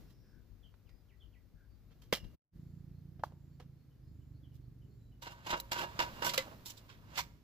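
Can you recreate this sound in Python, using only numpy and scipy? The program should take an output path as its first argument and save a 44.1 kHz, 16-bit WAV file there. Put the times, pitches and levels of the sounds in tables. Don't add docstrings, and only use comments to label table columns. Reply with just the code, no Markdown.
import sys
import numpy as np
from scipy import signal
from scipy.fft import rfft, irfft
from scipy.io import wavfile

SR = 44100
rng = np.random.default_rng(int(sys.argv[2]) if len(sys.argv) > 2 else 0)


def materialize(psi):
    bounded = np.clip(np.atleast_2d(psi).T, -1, 1)
    quanta = np.round(bounded * 32767).astype(np.int16)
    wavfile.write(sys.argv[1], SR, quanta)


N = 327663
TIME = np.arange(N) / SR
SWITCH_S = 2.4

# frequency in Hz, relative level in dB, t60 in seconds.
SLAT_MODES = [(359, -13, 0.23), (547, -12, 0.44), (639, -14, 0.28), (940, -1.5, 0.27), (960, 0, 0.29),
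              (1104, -10.5, 0.22), (1514, -1.5, 0.13), (1654, -8.5, 0.26), (2820, -22, 0.18),
              (2816, -5, 0.18), (3600, -20.5, 0.078), (4220, -24, 0.052), (5010, -15, 0.041)]
# frequency in Hz, density in dB per Hz.
SLAT_COLOUR = [(60, -23), (160, -4), (300, -13.5), (430, -12), (600, 1), (760, -3), (1050, 3.5),
               (2000, -0.5), (4000, -1), (5800, -7.5), (7700, -9), (8900, -31), (10500, -15.5),
               (15500, -14.5)]


def from_db(db):
    return 10 ** (np.asarray(db) / 20)


def rms_one(x):
    return x / np.sqrt(np.mean(x ** 2) + 1e-30)


def in_time(rows):
    s, *columns = np.transpose(rows)
    return [np.interp(TIME, s, column) for column in columns]


def at_hz(points, hz):
    point_hz, value = np.transpose(points)
    return np.interp(np.log(hz + 1), np.log(point_hz), value)


def add(out, s, sound):
    start = int(round(s * SR))
    low, high = max(start, 0), min(start + sound.shape[-1], N)
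    out[..., low:high] += sound[..., low - start:high - start]


def drift(rate_hz):
    knots = rng.standard_normal(2 ** 12)
    return np.interp(TIME * rate_hz, np.arange(len(knots)), knots)


def ring(force, hz, t60_s):
    radius = from_db(-60 / (t60_s * SR))
    w = 2 * np.pi * hz / SR
    return signal.lfilter([0, np.sin(w)], [1, -2 * radius * np.cos(w), radius ** 2], force + 1e-18)


def noise(spectrum, size, bass_db=0, treble_db=0, ripple_db=0, ripple_hz=75):
    # frequency in Hz, correlation.
    likeness = [(100, 0.81), (600, 0.58), (1200, 1), (3000, 0.23), (7000, 0.29), (14000, 0.13)]
    hz = np.arange(size // 2 + 1) * SR / size
    shelves_db = bass_db / (1 + (hz / 1400) ** 2) + treble_db / (1 + (6000 / (hz + 1)) ** 2)
    bumps = np.interp(hz / ripple_hz, np.arange(2 ** 10), rng.uniform(-1, 1, 2 ** 10))
    alike = np.clip(at_hz(likeness, hz), 0, 1)
    mid, side = rfft(rng.standard_normal((2, size)))
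    ears = np.sqrt(1 + alike) * mid + np.sqrt(1 - alike) * side * [[1], [-1]]
    colour_db = at_hz(spectrum, hz) + shelves_db + ripple_db * bumps
    return rms_one(irfft(ears * from_db(colour_db), size))


def from_right(x, lead_samples, pan_db):
    i = np.arange(x.shape[-1])
    left = np.interp(i - lead_samples, i, x[0]) * from_db(-pan_db / 2)
    return np.array([left, x[1] * from_db(pan_db / 2)])


def outdoors(x, t60_s, wet_db, treble_db):
    t = np.arange(SR) / SR
    colour = [(100, 5), (8000, -2.5), (9000, -3), (11000, -0.5)]  # Hz, dB
    envelope = np.exp(-t * np.log(1000) / t60_s) * (1 - np.exp(-t / .012))
    tail = rms_one(noise(colour, SR, 0, treble_db) * envelope) / np.sqrt(SR)
    return x + from_db(wet_db) * signal.fftconvolve(x, tail, axes=1)[:, :N]


def contact_crackle(power, t60_s):
    fade = from_db(-120 / (t60_s * SR))
    return np.sqrt(signal.lfilter([1], [1, -fade], power) + 1e-20)


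def random_touches(size, contacts_per_s, spread_db):
    struck = rng.random(size) < contacts_per_s / SR
    return struck * from_db(spread_db * rng.uniform(-1, 1, size))


def clatter(hits, colour, modes, contacts_per_s, spread_db, contact_t60_s, main_db, mistune):
    out = np.zeros((2, N))
    t = np.arange(2 ** 14) / SR - 1 / 20
    for s, db, rise_s, t60_s, bass_db, treble_db, ring_db in hits:
        force = np.exp(np.minimum(t, 0) / abs(rise_s) - np.maximum(t, 0) * np.log(1000) / t60_s)
        touches = random_touches(len(t), contacts_per_s, spread_db)
        touches[np.searchsorted(t, 0)] = from_db(main_db) / (1 + (rise_s / 0.0027) ** 2)
        crackle = contact_crackle((touches * force) ** 2, contact_t60_s)
        crack = rms_one(crackle * noise(colour, len(t), bass_db, treble_db, ripple_db=5))
        push = touches * force ** 2 * rng.choice([-1, 1], len(t))
        tone = 0
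        for hz, mode_db, mode_t60_s in modes:
            detune, strength, lean = rng.standard_normal((3, 2))
            for k in range(2):
                mode = rms_one(ring(push, hz * (1 + mistune * detune[k]), mode_t60_s))
                place_db = 2 * lean[k] * np.array([[1], [-1]])
                tone = tone + mode * from_db(mode_db + strength[k] + place_db)
        blow = crack + from_db(ring_db) * rms_one(tone)
        add(out, s + t[0], from_db(db) * np.sqrt(np.mean(force ** 2)) * blow)
    return out


def clacks(rows, ring_db):
    rise_share, free_t60_s, choke_db = .018, .1, 42
    hits = []
    for s, db, t60_s, bass_db, treble_db in rows:
        choked_db = choke_db * max(0, 1 - t60_s / free_t60_s)
        hits.append((s, db, rise_share * t60_s, t60_s, bass_db, treble_db, ring_db(s) - choked_db))
    return hits


def slides(rows, ring_db):
    rise_s, t60_s = .0105, .112
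    return [(s, db, rise_s, t60_s, bass_db, treble_db, ring_db(s)) for s, db, bass_db, treble_db in rows]


def slat_ring_db(s):
    taut_s, loose_db, held_db = 6.28, -.5, -17
    return loose_db if s < taut_s else held_db


def slats():
    # peak of force in seconds, level in dB,
    # t60 of the force in seconds, bass shelf in dB, treble shelf in dB.
    slat_clacks = [(5.2228, -52, .17, -7, 4), (5.6003, -36, .025, 1, 26), (5.7185, -36.5, .14, -6, -3),
                   (5.9922, -32.8, .14, -10, -14), (6.009, -41.5, .22, 18, 5), (6.2228, -37.5, .12, 13, 0),
                   (6.246, -38, .18, -12, 11), (6.337, -35.5, .09, 2, 8.5), (6.3775, -27, .037, -17, 0),
                   (6.514, -54.5, .14, 33, -8), (6.659, -45, .14, -36, 11), (6.893, -60, .3, -14, -20),
                   (7.177, -38.5, .07, -3, 3)]
    # peak in seconds, level in dB, bass shelf in dB, treble shelf in dB.
    slat_slides = [(5.268, -49.5, 2, -8), (5.315, -56, 12, 6), (5.471, -45, 4, -2),
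                   (5.503, -39.5, -12, -6.5), (5.534, -35.5, 12, -16), (5.575, -50.5, 16, 8),
                   (5.766, -44, 7, -8), (5.788, -42, -1, 2), (5.816, -40.5, 15, 3), (5.836, -44, 18, 3),
                   (6.268, -37, 7.5, 14), (6.294, -39, -24, -8), (6.393, -40.5, -10, -9),
                   (6.474, -55.5, 36, -8), (6.703, -49.5, -36, 9), (6.776, -59, -40, -2),
                   (7.166, -47.5, -7, -1), (7.188, -35.5, -5, 1)]
    blows = clacks(slat_clacks, slat_ring_db) + slides(slat_slides, slat_ring_db)
    struck = clatter(blows, SLAT_COLOUR, SLAT_MODES, contacts_per_s=1000, spread_db=2,
                     contact_t60_s=0.026, main_db=4.5, mistune=0.0073)
    lift_s, pan_db, pan_db_per_s = 5.2, 3, 1.5
    place_db = pan_db + pan_db_per_s * np.maximum(TIME - lift_s, 0)
    placed = from_right(struck + jostle(), lead_samples=11, pan_db=place_db)
    return outdoors(placed, t60_s=0.48, wet_db=-23, treble_db=4)


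def jostle():
    # time in seconds, level in dB.
    jostle_level = [(5.15, -100), (5.3, -67), (5.68, -70), (5.88, -60.5), (6.15, -58), (6.35, -57),
                    (6.6, -73), (7.02, -77), (7.17, -60), (7.3, -85)]
    ring_db = -5.5
    touches = random_touches(N, contacts_per_s=1500, spread_db=4)
    crackle = contact_crackle(touches ** 2, t60_s=.05)
    crack = rms_one(crackle * noise(SLAT_COLOUR, N, bass_db=15, treble_db=2.5))
    push = touches * rng.choice([-1, 1], N)
    tone = rms_one(sum(from_db(db) * rms_one(ring(push, hz, t60_s)) for hz, db, t60_s in SLAT_MODES))
    level = from_db(in_time(jostle_level)[0]) * (TIME > jostle_level[0][0])
    return level * (crack + from_db(ring_db) * tone)


def frame_ring_db(s):
    free_db, held_db = -7.5, -15
    return free_db if s < SWITCH_S else held_db


def frame():
    # peak of force in seconds, level in dB, t60 of the force in seconds,
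    # bass shelf in dB, treble shelf in dB.
    frame_clacks = [(0.741, -67.5, .04, 14, -19), (0.893, -70, .06, 6, -2), (2.019, -67, .15, -4.5, 3),
                    (2.1262, -25.3, .02, 2, -4), (2.133, -35, .115, -5, 0), (2.242, -68, .14, -8, -11),
                    (3.195, -63, .11, 22, -23), (3.2365, -43, .032, 18, -.5), (3.243, -64, .17, 4, 6),
                    (3.322, -63, .05, 27, -19), (3.6, -57, .1, 12, -6)]
    # peak in seconds, level in dB, bass shelf in dB, treble shelf in dB.
    frame_brushes = [(0.105, -73, -5, 5), (1.918, -72, -2, -22), (4.55, -72.5, -12, 16)]
    # frequency in Hz, relative level in dB, t60 in seconds.
    frame_modes = [(1244, -7.5, .1), (1720, -7, .12), (2800, -9.5, .4), (2880, -8.5, 0.32), (3190, 0, 0.13),
                   (3860, -14.5, .11), (4460, -9, .13), (5200, -7, .2), (5626, -10, .2)]
    # frequency in Hz, density in dB per Hz.
    frame_colour = [(80, -18), (180, -2.5), (300, -6), (520, 5.5), (900, -3), (1600, -2.5), (3200, -0.5),
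                    (5000, -4), (7500, -10), (9000, -16.5), (11000, -11.5), (15500, -11)]
    blows = clacks(frame_clacks, frame_ring_db) + slides(frame_brushes, frame_ring_db)
    struck = clatter(blows, frame_colour, frame_modes, contacts_per_s=900, spread_db=2.5,
                     contact_t60_s=.018, main_db=3.5, mistune=.008)
    placed = from_right(struck, lead_samples=2, pan_db=3)
    return outdoors(placed + knocks(), t60_s=.3, wet_db=-29, treble_db=-1)


def knocks(contact_s=0.0012):
    # start in seconds, level in dB, pitch in Hz, t60 in seconds, lead of the right ear in samples.
    joint_knocks = [(2.1265, -18.5, 500, 0.017, 2.2), (2.127, -32.5, 210, 0.043, 2.8),
                    (3.2362, -14, 860, 0.0085, 2.7), (3.2387, -35, 1130, 0.022, 2),
                    (3.2368, -22, 1480, 0.0071, 2.8), (5.599, -35, 4000, 0.021, 11),
                    (6.379, -29, 530, 0.087, 11.5), (6.383, -34, 2030, 0.082, 3.1),
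                    (6.377, -29, 4700, 0.02, 11), (7.188, -31, 970, 0.038, 6)]
    out, t = np.zeros((2, N)), np.arange(SR // 4) / SR
    for s, db, hz, t60_s, lead_samples in joint_knocks:
        envelope = np.exp(-t * np.log(1000) / t60_s) * (1 - np.exp(-t / contact_s))
        wave = -np.sin(2 * np.pi * hz * t) * envelope
        add(out, s, from_right(from_db(db) * np.array([wave, wave]), lead_samples, pan_db=0.5))
    return out


def engine(jitter=0.0059, puff_db=-11):
    # multiple of the firing rate, relative level in dB.
    exhaust = [(2, -12), (3, -4), (4, -6.5), (5, 1.5), (6, -5.5), (7, -20), (9, -21), (11, -21),
               (12, -23.5)]
    # time in seconds, level in dB.
    engine_level = [(2.5, -63), (2.6, -54), (3.7, -60.5), (3.92, -68), (4.12, -56.5), (4.9, -60),
                    (5.4, -69), (5.85, -63), (7.43, -72)]
    cruise_per_s, idle_per_s = 28.3, 20.5
    throttle_back_s, slowing_s = 3.45, 1.55
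    slowed = np.exp(-np.maximum(TIME - throttle_back_s, 0) / slowing_s)
    rate_hz = idle_per_s + (cruise_per_s - idle_per_s) * slowed
    phase = 2 * np.pi * np.cumsum(rate_hz * (1 + jitter * drift(25))) / SR
    thuds = sum(from_db(db + 1.6 * drift(2.2)) * np.cos(order * (phase + np.pi)) for order, db in exhaust)
    gas_colour = [(40, -21), (70, 5), (180, 0), (260, -6), (400, -20.5), (700, -41.5), (4000, -93)]  # Hz, dB
    puffs = (1 - np.cos(phase)) ** 2 * noise(gas_colour, N)
    far = rms_one(thuds) + from_db(puff_db) * rms_one(puffs)
    return far * from_db(in_time(engine_level)[0] + np.array([[-2.2], [1.6]]))


def wind(left_db=3, right_db=-13, lumps_db=3):
    # frequency in Hz, density in dB per Hz.
    wind_colour = [(20, -14.5), (35, 0), (60, 6.5), (90, -2.5), (140, -7.5), (300, -17), (450, -27),
                   (900, -44.5), (5000, -90)]
    # peak in seconds, rise above the breeze in dB.
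    buffets = [(.05, 4), (.37, 10), (.51, 6), (.88, 7), (.95, 8), (1.44, 4), (1.55, 7), (2.255, 21)]
    breeze_db, half_width_s = -66.5, .024
    gust_db = breeze_db + sum(db * np.exp(-.5 * ((TIME - s) / half_width_s) ** 2) for s, db in buffets)
    ears_db = np.array([[left_db], [right_db]])
    return noise(wind_colour, N) * from_db(gust_db + lumps_db * drift(22) + ears_db)


def drone():
    # frequency in Hz, level in dB ahead of the stereo balance.
    hum = [(49.8, -70), (100.5, -72)]
    tones = 0
    for hz, db in hum:
        phase = 2 * np.pi * np.cumsum(hz * (1 + 0.033 * drift(8.5))) / SR
        tones = tones + from_db(db + 2 * drift(5.3)) * np.sin(phase)
    return tones * from_db([[5], [-7]])


def song(first_s, period_s, db, growth_db, count):
    return [(first_s + k * period_s, db + k * growth_db) for k in range(count)]


def birds():
    # length in seconds, pitches in Hz at even steps.
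    swoop, chip, upslur, pip = (.078, [3450, 2750, 1980, 1930, 1900]), (.048, [3480, 3180, 2800]), (.07, [4300, 4330, 4450, 5100]), (.025, [3090, 2870])
    # start in seconds, relative level in dB.
    swoops, chips = [(.857, -76), (1.081, -74), (1.32, -73.5)], [(.627, -65), (1.2, -64.5), (4.428, -72.5)]
    # first start in seconds, period in seconds, relative level in dB, gain per note in dB.
    upslur_song, pip_song = (2.66, .279, -86, .35), (3.906, .303, -82.5, 1.9)
    calls = [(swoop, swoops), (chip, chips),
             (upslur, song(*upslur_song, count=9)), (pip, song(*pip_song, count=5))]
    out = np.zeros(N)
    for (length_s, glide_hz), notes in calls:
        u = np.arange(int(length_s * SR)) / (length_s * SR)
        for s, db in notes:
            rasp = 1 + .033 * drift(500)[:len(u)]
            pitch_hz = np.interp(u, np.linspace(0, 1, len(glide_hz)), glide_hz) * rasp
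            whistle = np.sin(2 * np.pi * np.cumsum(pitch_hz) / SR)
            add(out, s, from_db(db) * np.sin(np.pi * u ** .8) * whistle)
    return out


def narrow_band(hz, width_hz):
    phase = 2 * np.pi * hz * TIME
    return drift(2 * width_hz) * np.sin(phase) + drift(2 * width_hz) * np.cos(phase)


def swell(u):
    return np.sqrt(np.abs(np.sin(np.pi * u)))


def insect():
    start_s, period_s, burst_s = 2.54, .755, .32
    hz, width_hz, relative_db = 7240, 220, -90.5
    burst = np.clip((TIME - start_s) % period_s / burst_s, 0, 1) * (TIME > start_s)
    return from_db(relative_db) * swell(burst) * narrow_band(hz, width_hz)


def far_callers():
    # start in seconds, length in seconds, centre in Hz, width in Hz, relative level in dB.
    far_calls = [(0, .39, 5300, 600, -81.5), (.22, .19, 1600, 200, -81), (.85, .17, 4970, 200, -85),
                 (1.55, .11, 1570, 200, -79), (1.69, .08, 4620, 150, -83), (4.015, .11, 5050, 80, -85.5),
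                 (4.783, .2, 403, 30, -71), (4.98, .14, 4000, 100, -86)]
    out = np.zeros(N)
    for s, length_s, hz, width_hz, db in far_calls:
        gate = swell(np.clip((TIME - s) / length_s, 0, 1))
        out += from_db(db) * gate * narrow_band(hz, width_hz)
    return out


def wildlife():
    calls = (birds() + insect() + far_callers()) * np.ones((2, 1))
    return from_db(-5) * outdoors(calls, t60_s=0.18, wet_db=-2, treble_db=-5)


def rumble():
    # frequency in Hz, density in dB per Hz.
    rumble_colour = [(20, -28.5), (36, -14.5), (48, 10), (75, -3.5), (130, 2.5), (200, -6.5), (320, -13.5),
                     (500, -25.5), (1000, -45.5), (5000, -90)]
    # time in seconds, level in dB.
    rumble_level = [(0, -61.5), (.6, -77), (1.6, -74), (2.3, -61.5), (3.9, -67.5), (4.2, -63), (5.6, -64),
                    (6.0, -60), (6.7, -71.5), (7.25, -58.5), (7.43, -67)]
    return from_db(in_time(rumble_level)[0]) * noise(rumble_colour, N)


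def outdoor_air():
    # frequency in Hz, density in dB per Hz.
    air_colour = [(250, 15), (500, 6), (900, -2), (1700, -4), (3000, -8.5), (4500, -7), (6500, -12),
                  (9000, -20), (12000, -10.5), (15500, -8.5)]
    # time in seconds, level in dB.
    air_level = [(0, -65), (.15, -74.5), (1.7, -76.5), (2.3, -71), (2.7, -75), (3.6, -76.5), (5.3, -76.5),
                 (6.3, -56), (6.65, -65.5), (7.43, -75)]
    return from_db(in_time(air_level)[0]) * noise(air_colour, N)


def scene():
    table = slats() + frame()
    backdrop = np.where(TIME < SWITCH_S, wind() + drone(), engine())
    return table + backdrop + wildlife() + rumble() + outdoor_air()


def record(dry):
    # time in seconds, gain in dB.
    dropout = [(2.35, 4), (2.365, -31), (2.4, -45.5), (2.51, -35), (2.535, -4), (2.56, 4)]
    cutoff_hz = 15400
    dip_db, = in_time(dropout)
    low_pass = signal.ellip(10, .2, 70, cutoff_hz, fs=SR, output="sos")
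    return signal.sosfilt(low_pass, dry * from_db(dip_db))


dry = scene()
out = record(dry)
materialize(out)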